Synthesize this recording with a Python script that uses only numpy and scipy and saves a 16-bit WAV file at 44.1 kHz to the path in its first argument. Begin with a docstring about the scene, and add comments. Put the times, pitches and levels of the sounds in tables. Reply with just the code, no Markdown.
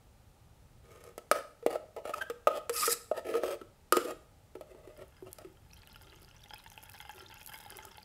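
"""Ladle in a pot, sauce through a strainer

A pot of sauce is lifted in a kitchen: the steel ladle in it knocks, slides and squeals against the
wall, ringing the modes of both. Then the pot is tipped over a mesh strainer and the sauce drips into
a jug: drops trap bubbles and sound the jug's air while foam crackles on the mesh.
A limiter holds down the hardest knocks."""
import sys
import numpy as np
from scipy import signal
from scipy.fft import rfft, irfft
from scipy.io import wavfile
from scipy.ndimage import uniform_filter1d, minimum_filter1d

SR = 44100
rng = np.random.default_rng(int(sys.argv[2]) if len(sys.argv) > 2 else 0)


def digitize_waveform(pressure):
    """Quantize a signal to 16-bit integers and store it at the path in sys.argv[1].

    Rows of a 2-D input are taken as channels; values are limited to [-1, 1].
    """
    field = np.atleast_2d(pressure).T
    bounded = np.clip(field, -1, 1)
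    quanta = np.round(bounded * 32767).astype(np.int16)
    wavfile.write(sys.argv[1], SR, quanta)


N = 354563
T = np.arange(N) / SR
RING_T = T[:SR // 5]


def from_db(db):
    return 10 ** (np.asarray(db) / 20)


def rms_one(x):
    return x / np.sqrt(np.mean(x ** 2) + 1e-20)


def attack_one(x):
    """Scale a hit to rms 1 over its first 25 ms."""
    return x / np.sqrt(np.mean(x[:SR // 40] ** 2) + 1e-20)


def add(out, s, x):
    """Mix x into out at time s."""
    i = max(int(s * SR), 0)
    out[i:i + len(x)] += x[:max(N - i, 0)]


def lowpass(x, hz):
    return signal.sosfilt(signal.butter(2, hz, fs=SR, output="sos"), x)


def radiated(x, lowest_hz=255):
    """A pot or jug is too small to push out deep bass."""
    return signal.sosfilt(signal.butter(4, lowest_hz, "high", fs=SR, output="sos"), x)


def noise(spectrum, size):
    """Noise coloured by an EQ curve of (frequency [Hz], level [dB]) points."""
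    hz, db = np.transpose(spectrum)
    bins_hz = np.linspace(0, SR / 2, size // 2 + 1)
    gain = from_db(np.interp(np.log(bins_hz + 1), np.log(hz), db))
    return irfft(rfft(rng.standard_normal(size)) * gain, size)


def burst(spectrum, t60, size=len(RING_T)):
    """Coloured noise that dies by 60 dB in t60 seconds."""
    return noise(spectrum, size) * from_db(-60 * T[:size] / t60)


def drift(per_s, size):
    """Random wandering with a spread near 1."""
    at = np.arange(size) * per_s / SR
    knots = rng.standard_normal(int(at[-1]) + 2)
    return np.interp(at, np.arange(len(knots)), knots)


def grains(per_s, spread_db, size):
    """Random clicks of uneven size; rms 1."""
    heights = from_db(spread_db * np.minimum(rng.exponential(1, size), 4))
    signs = rng.choice([-1, 1], size)
    return rms_one(heights * signs * (rng.random(size) < per_s / SR))


def ring(modes, weights=1, sustain=1, uneven_db=1.5):
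    """Decaying modes, struck a little differently every time; sustain multiplies their t60."""
    hz, db, t60 = np.transpose(modes)
    gains = weights * from_db(db + uneven_db * rng.standard_normal(len(hz)))
    signs = rng.choice([-1, 1], len(hz))
    decays = from_db(-60 * RING_T / (sustain * t60[:, None]))
    return (gains * signs) @ (np.sin(2 * np.pi * np.outer(hz, RING_T)) * decays)


def detuned(modes, share):
    """The same modes, all shifted a little by chance."""
    return np.array(modes) * [1 + share * rng.standard_normal(), 1, 1]


def driven(force, response):
    """A body's answer to a force, at about the same power."""
    return signal.fftconvolve(force, response / np.linalg.norm(response))


# colour of the room tone: (frequency [Hz], relative level [dB])
ROOM_TONE_EQ = [(15, -44), (25, -7.5), (97, -5), (301, -23), (439, -23), (591, -22), (695, -26.5),
                (796, -21.5), (1070, -32.5), (1190, -26.5), (1560, -33), (6050, -39), (8140, -39),
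                (16000, -44)]
# fader ride on the rumble: (time [s], gain [dB])
RUMBLE_RIDE = [(0, 0), (.8, 1.5), (1.5, -5.5), (4.8, -0.5), (5.9, 1), (7, -1.5), (8.04, -3)]


def room_tone(level_db=-60, rumble_top_hz=170):
    """A bed of faint hiss over a rumble that slowly swells and sinks."""
    air = from_db(level_db) * rms_one(noise(ROOM_TONE_EQ, N))
    rumble = signal.sosfiltfilt(signal.butter(2, rumble_top_hz, fs=SR, output="sos"), air)
    hiss = air - rumble
    return hiss + rumble * from_db(np.interp(T, *np.transpose(RUMBLE_RIDE)))


# colour of the kitchen's reverb: (frequency [Hz], level against the direct sound [dB])
REVERB_EQ = [(200, -14.5), (600, -12.5), (1300, -12.5), (3000, -11.5), (8000, -13.5), (16000, -20)]


def kitchen_reverb(x, t60=0.44, predelay_s=0.006, tails=4):
    """Hard walls answer with a short, dense tail, whose pattern changes as pot and cook move."""
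    t = T[:SR // 2]
    fade = from_db(-60 * t / t60) * np.clip(t / predelay_s - 1, 0, 1)
    fade /= np.linalg.norm(fade)
    sends = np.array([drift(10, N) for _ in range(tails)])
    sends /= np.linalg.norm(sends, axis=0)
    return sum(signal.fftconvolve(x * send, noise(REVERB_EQ, len(t)) * fade)[:N] for send in sends)


def bubble(hz, cycles, rise):
    """A bubble rings for some cycles and rises in pitch as it nears the surface."""
    age = np.linspace(0, 1, int(cycles / hz * SR) + 2)
    return np.sin(2 * np.pi * cycles * (age + rise * age ** 2 / 2)) * from_db(-60 * age)


def bubble_pitch(smallness, low_hz=2390, high_hz=6850):
    """Pitch of a trapped bubble, from the largest (0) to the smallest (1)."""
    return low_hz * (high_hz / low_hz) ** smallness


# bright colour of bursting foam: (frequency [Hz], relative level [dB])
FOAM_EQ = [(1500, -45), (4000, -8), (7500, -4.5), (11500, 6), (15500, -0.5)]


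def snap():
    """A film of sauce bursts, over within a few milliseconds."""
    return burst(FOAM_EQ, t60=0.006, size=SR // 25)


# hollow modes of the air in the jug: (frequency [Hz], relative level [dB], base t60 [s])
JUG_MODES = [(854, 1.5, 0.09), (1012, -2, 0.031), (1407, 0, 0.075), (1562, -9, 0.2), (1687, 6, 0.031),
             (2140, -2, 0.056), (2700, 1.5, 0.02), (3236, 7, 0.026), (4000, -16, 0.036), (5080, -5, 0.052)]
# sauce running through the mesh: (time [s], relative flow [dB])
SAUCE_FLOW = [(4.9, -12.5), (5.3, -5), (5.6, -11), (5.8, -2.5), (6.4, -5), (7.0, 4.5), (7.3, 1), (7.55, 11),
              (7.8, -1.5), (8.04, -0.5)]


def trickle(patter_db=-63.5, fizz_db=-65.5, ping_db=-57, pings=220):
    """Tiny drops patter in the jug and foam fizzes, both riding the flow; small bubbles ping."""
    flow_db = np.interp(T, *np.transpose(SAUCE_FLOW), left=-100)
    # the sloshing surface detunes the jug a little for every landing spot
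    jugs = [detuned(JUG_MODES, share=0.045) for _ in range(8)]
    patter = sum(driven(grains(16, spread_db=4.5, size=N), ring(jug, uneven_db=4))[:N] for jug in jugs)
    fizz = sum(driven(grains(28, spread_db=5.5, size=N), snap())[:N] for _ in range(6))
    out = from_db(patter_db + 0.85 * flow_db) * rms_one(patter)
    out += from_db(fizz_db + 1.35 * flow_db) * rms_one(fizz)
    first_s = HEAVY_DROPS[0][0]
    for when, smallness, strength, life in rng.random((pings, 4)):
        ping = bubble(bubble_pitch(smallness), cycles=16 + 80 * life ** 2, rise=0.12)
        add(out, first_s + when * (T[-1] - first_s), from_db(ping_db + 14 * strength ** 2) * ping)
    return radiated(out)


# featured bubbles bursting on the mesh: (time [s], relative level [dB], pitch [Hz])
MESH_POPS = [(4.9749, -43.5, 13600), (5.33, -26.5, 13300), (5.9589, -45, 4900), (6.0264, -42.5, 12300),
             (6.544, -38, 14100), (6.7012, -41, 6110), (6.837, -35.5, 10800), (7.4742, -30, 11500),
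             (7.704, -32.5, 10900), (7.7702, -32, 12300), (7.8527, -34, 7630)]


def pops(ping_db=-7, snap_db=-21):
    """A bubble bursts with a snap of its film and a high ping."""
    out = np.zeros(N)
    for s, db, hz in MESH_POPS:
        add(out, s, from_db(db + ping_db) * bubble(hz, cycles=45, rise=0.06))
        add(out, s, from_db(db + snap_db) * attack_one(snap()))
    return radiated(out)


def light_drips(gap_s=0.059, jitter_s=0.003, trim_db=-6, uneven_db=0.5):
    """Cues for the lighter drops that fall at a nearly steady pace between the heavy ones."""
    cues = []
    for (start, start_db, _), (end, end_db, _) in zip(HEAVY_DROPS, HEAVY_DROPS[1:]):
        steps = max(round((end - start) / gap_s), 1)
        for s, db in np.linspace((start, start_db), (end, end_db), steps + 1)[1:-1]:
            s += jitter_s * rng.standard_normal()
            db += trim_db + uneven_db * rng.standard_normal()
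            cues.append((s, db, bubble_pitch(rng.random())))
    return cues


# featured drops landing in the jug: (time [s], relative level [dB], bubble pitch [Hz])
HEAVY_DROPS = [(5.698, -66, 4070), (5.959, -39.5, 5040), (6.128, -48, 2000), (6.459, -48.5, 2680),
               (6.507, -39.5, 3150), (6.536, -35, 3240), (6.662, -39.5, 2730), (6.777, -38.5, 2600),
               (7.003, -37, 3270), (7.094, -34.5, 2650), (7.181, -42.5, 2700), (7.414, -40, 2470),
               (7.542, -36.5, 2130), (7.787, -37.5, 2030), (7.981, -44, 3410)]


def drops(bubble_db=-5, plop_db=-1.5, pooling_db_per_s=6, jug_db=-17, splat_db=-29):
    """Each drop splats, traps a bubble and sounds the jug, whose low plop grows as the sauce pools."""
    out = np.zeros(N)
    for s, db, hz in list(HEAVY_DROPS) + light_drips():
        jug = detuned(JUG_MODES, share=0.03)
        plop = bubble(hz=jug[0][0], cycles=62, rise=0.04)
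        pooling_db = pooling_db_per_s * (s - HEAVY_DROPS[-1][0])
        add(out, s, from_db(db + bubble_db) * bubble(hz, cycles=55, rise=0.1))
        add(out, s, from_db(db + plop_db + pooling_db) * plop)
        add(out, s, from_db(db + jug_db) * attack_one(ring(jug, sustain=0.6, uneven_db=6)))
        add(out, s, from_db(db + splat_db) * attack_one(burst(CLANK_EQ, t60=0.062)))
    return radiated(out)


# body of the pot, damped by the sauce: (frequency [Hz], relative level [dB], base t60 [s])
POT_MODES = [(258, -2, 0.074), (324.8, -8, 0.17), (373.3, 2, 0.058), (439, -2.5, 0.055),
             (474.7, -0.5, 0.083), (542, -1, 0.052), (610.3, 6, 0.045), (678, 1, 0.037), (847, 2, 0.044),
             (895, -5, 0.057), (1010, -19.5, .04)]
# ring of the ladle's bowl: (frequency [Hz], relative level [dB], t60 [s])
LADLE_MODES = [(1119, -10.5, 0.041), (1206, -7.5, 0.02), (1274, 1.5, 0.06), (1361, -6.5, 0.044),
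               (1450, 3.5, 0.004)]
# clank of the steel's dense upper modes: (frequency [Hz], relative level [dB])
CLANK_EQ = [(1300, -9), (1600, -6), (1850, 3), (2200, -3.5), (2600, -1), (3300, -5.5), (5200, -16)]
# tick of its topmost modes: (frequency [Hz], relative level [dB])
TICK_EQ = [(3600, -18), (4900, 1.6), (6200, -5.5), (8000, -0.5), (11000, -1), (13500, -6), (16000, -19.5)]


def steel(s, centre_hz, octaves, sustain, tipped_s=4.3, bottom_hz=480):
    """Four layers of one touch: pot, ladle, clank and tick. The spot touched picks the pot's modes."""
    hz = np.array(POT_MODES)[:, 0]
    weights = np.exp(-0.5 * (np.log2(hz / centre_hz) / octaves) ** 2) + from_db(-24.5)
    if s > tipped_s:  # tipped over, the pot loses its bottom tone and its wall rings more freely
        weights *= np.minimum(abs(np.log2(hz / bottom_hz)) / 0.22, 1) ** 2
        sustain *= 1.53
    ladle_modes = detuned(LADLE_MODES, share=0.018)
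    clank = burst(CLANK_EQ, t60=0.043)
    tick = burst(TICK_EQ, t60=0.021)
    return radiated([ring(POT_MODES, weights, sustain), ring(ladle_modes), clank, tick])


def skids(above_db=-30, delay_s=0.018, base_s=0.071, doubling_db=12.5, level_db=-37, grit_db=-0.5):
    """Slide cues: after a hard knock the ladle skids, longer the harder it hit, or until it knocks."""
    cues = []
    for (s, hz, db, *_), (next_s, *_) in zip(LADLE_KNOCKS, LADLE_KNOCKS[1:]):
        if db > above_db:
            length_s = base_s * 2 ** ((db - above_db) / doubling_db)
            cues.append((s + delay_s, min(s + length_s, next_s) + delay_s, hz, level_db, grit_db))
    return cues


# ladle sliding on the pot: (start [s], end [s], pot tone centre [Hz], relative level [dB], grit [dB])
LADLE_SLIDES = [(0.803, 1.166, 465, -55.5, 5), (1.96, 2.003, 580, -38, -16), (2.033, 2.129, 640, -39, -1),
                (2.116, 2.257, 710, -46, 6), (3.224, 3.42, 478, -35, -4), (3.389, 3.578, 480, -36, 1.5),
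                (4.054, 4.13, 482, -37.5, 1.5), (4.597, 5, 519, -55, -5), (4.959, 5.043, 482, -47, -3.5),
                (5.256, 5.297, 460, -48.5, -2), (5.385, 5.429, 564, -54.5, 3), (5.977, 6.304, 383, -65, 7),
                (7.119, 7.278, 412, -56.5, 5), (7.653, 7.944, 414, -59, 10.5)]
# a slide's ladle, clank and tick layers: (level against the pot [dB], share of the grit added [ratio])
SLIDE_LAYERS = [(-11, 0.88), (-11.5, .5), (-18.5, 1)]


def slides(slips_per_s=2600, trim_db=-4, cushion_hz=11000):
    """Runs of tiny slips shake the steel; only the sharpest, cushioned by sauce, reach its top modes."""
    out = np.zeros(N)
    for start, end, centre_hz, db, grit_db in list(LADLE_SLIDES) + skids():
        size = max(int((end - start) * SR), SR // 100)
        pressure = signal.windows.tukey(size, 0.55) * from_db(2.2 * drift(90, size))
        force = rms_one(grains(slips_per_s, spread_db=5.5, size=size) * pressure)
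        sharpest = lowpass(force * np.sqrt(abs(force)), cushion_hz)
        mix_db = [0] + [layer_db + share * grit_db for layer_db, share in SLIDE_LAYERS]
        layers = steel(start, centre_hz, octaves=0.32, sustain=0.91)
        for layer_db, push, layer in zip(mix_db, (force, force, force, sharpest), layers):
            rub = driven(push, layer)
            rub *= np.sqrt(size) / np.linalg.norm(rub)
            add(out, start, from_db(db + layer_db + trim_db) * rub)
    return out


# the ladle's squeals: (peak time [s], length [s], pitch [Hz], level [dB], pitch jitter [ratio])
LADLE_SQUEAKS = [(2.142, .014, 1280, -28.5, 0.017), (2.188, 0.037, 1290, -50, .021),
                 (2.221, 0.025, 1570, -30, .027), (2.279, .067, 1640, -56, .006),
                 (2.781, .104, 1255, -40, 0.037), (2.836, 0.047, 1260, -28.5, 0.039)]


def squeaks(octave_db=-15, chatter_db=3, rasp_db=-13, rise_share=0.54):
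    """Stick and slip lock to a mode of the ladle: a rough, wavering tone with a weak octave and rasp."""
    out = np.zeros(N)
    for peak_s, length_s, hz, db, jitter in LADLE_SQUEAKS:
        size = int(length_s * SR)
        rise_s = length_s * rise_share
        phase = 2 * np.pi * np.cumsum(hz * (1 + jitter * drift(500, size))) / SR
        chatter = from_db(chatter_db * drift(500, size))
        tone = rms_one((np.sin(phase) + from_db(octave_db) * np.sin(2 * phase)) * chatter)
        rasp = rms_one(noise(CLANK_EQ, size) + from_db(-12) * noise(TICK_EQ, size))
        envelope = np.interp(T[:size], [0, rise_s, length_s], [0, 1, 0])
        add(out, peak_s - rise_s, from_db(db) * (tone + from_db(rasp_db) * rasp) * envelope)
    return out


# the ladle's edge grating down the wall: (start [s], end [s], relative level the swell heads for [dB])
GRATE_STROKES = [(2.717, 2.886, -29.5), (2.873, 2.944, -26.5)]


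def grate(slip_hz=1288, jitter=0.039, grit=1.24, attack_s=0.046, release_s=0.021, swell_db_per_s=36):
    """Nearly regular slips and grit drive the steel's upper modes, which shift as the edge travels."""
    s = GRATE_STROKES[0][0]
    t = T[int(s * SR):int(GRATE_STROKES[-1][1] * SR)]
    pressure = np.zeros(len(t))
    for start, end, db in GRATE_STROKES:
        gate = np.clip(np.minimum((t - start) / attack_s, (end - t) / release_s), 0, 1)
        pressure += gate * from_db(db + swell_db_per_s * (t - end))
    cycles = np.cumsum(slip_hz * (1 + jitter * drift(700, len(t)))) / SR
    clicks = np.diff(np.floor(cycles), prepend=0)  # one per slip
    slips = lowpass(rms_one(clicks), hz=3800)
    friction = rms_one(slips + grit * grains(4400, spread_db=5, size=len(t)))
    force = friction * pressure * from_db(0.36 * drift(146, len(t)))
    spots = 20  # crossfaded along the wall, each with its own clank and tick
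    travel = np.linspace(0, spots - 1, len(t))
    out = np.zeros(N)
    for spot in range(spots):
        push = force * np.sqrt(np.maximum(1 - abs(travel - spot), 0))
        _, _, clank, tick = steel(s, centre_hz=POT_MODES[4][0], octaves=1, sustain=1)
        add(out, s, from_db(-13) * driven(push, clank) + from_db(-1) * driven(push, tick))
    return out


# the ladle hitting the pot: (time [s], pot tone centre [Hz], pot level [dB],
# ladle ring against the pot [dB], tick against the pot [dB])
LADLE_KNOCKS = [(1.039, 598, -62, -2, 0), (1.179, 533, -44.5, -9, -9.5), (1.314, 597, -25, 0.5, -9.5),
                (1.626, 458, -46, -21, -41), (1.663, 517, -24.5, -24, -26.5), (1.756, 620, -33.5, -13, -47),
                (1.964, 630, -44.5, -12, -24), (2.054, 613, -41, -9, -29), (2.094, 570, -39.5, -15, -25),
                (2.2994, 476, -36, -9.5, -19), (2.4713, 620, -21.5, -2.5, -29),
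                (2.695, 478, -32, -10.5, -10.5), (2.8768, 460, -31, -2.5, -23),
                (3.114, 628, -28.5, -18, -62), (3.34, 455, -31.5, -10.5, -33.5),
                (3.353, 455, -31.5, -12.5, -35), (3.435, 512, -31.5, -9, -33),
                (3.614, 322, -47.5, -5.5, -27), (3.9236, 412, -22.5, 3, -5),
                (3.9685, 416, -26.5, -9.5, -12.5), (4.553, 449, -44.5, -16, -29),
                (4.61, 530, -45.5, -16, -20.5), (4.748, 425, -53.5, -37, -39), (4.874, 403, -51, -22, -26),
                (5.224, 373, -46, -56, -49), (5.385, 640, -54, -6.5, -5), (5.447, 367, -47, -16, -29)]


def knocks(spread_octaves=0.38, doubling_db=20.5, bottom_hz=474, bottom_octaves=0.077):
    """Single blows on the pot; a harder touch, with more ladle ring, wakes more of the pot's modes."""
    out = np.zeros(N)
    for s, centre_hz, db, ladle_db, tick_db in LADLE_KNOCKS:
        # a touch on the bottom rings that one tone alone, and longer
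        on_bottom = np.exp(-0.5 * (np.log2(centre_hz / bottom_hz) / bottom_octaves) ** 2)
        octaves = spread_octaves * 2 ** (ladle_db / doubling_db) * (1 - 0.72 * on_bottom)
        sustain = 0.96 * (1 + 0.43 * on_bottom)
        clank_db = -6 + 0.2 * ladle_db + 0.32 * tick_db
        layers = steel(s, centre_hz, octaves, sustain)
        for layer_db, layer in zip((0, ladle_db, clank_db, tick_db), layers):
            add(out, s, from_db(db + layer_db) * attack_one(layer))
    return out


def scene():
    """Steel and sauce with the kitchen's reverb, over room tone; mono."""
    direct = knocks() + slides() + squeaks() + grate() + drops() + pops() + trickle()
    return (direct + kitchen_reverb(direct) + room_tone())[None]


def record(dry, threshold_db=-15, release_db_per_s=125, cutoff_hz=15650):
    """A limiter with a fast attack and a slower release, then a steep high cut."""
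    power = np.maximum(uniform_filter1d(dry[0] ** 2, size=128), 0)
    over_db = np.maximum(10 * np.log10(power + 1e-12) - threshold_db, 0)
    duck_db = np.maximum.accumulate(over_db + release_db_per_s * T) - release_db_per_s * T
    gain = uniform_filter1d(minimum_filter1d(from_db(-duck_db), size=64), size=64)
    high_cut = signal.ellip(10, 0.2, 70, cutoff_hz, fs=SR, output="sos")
    return signal.sosfilt(high_cut, dry * gain)


dry = scene()
out = record(dry)
digitize_waveform(out)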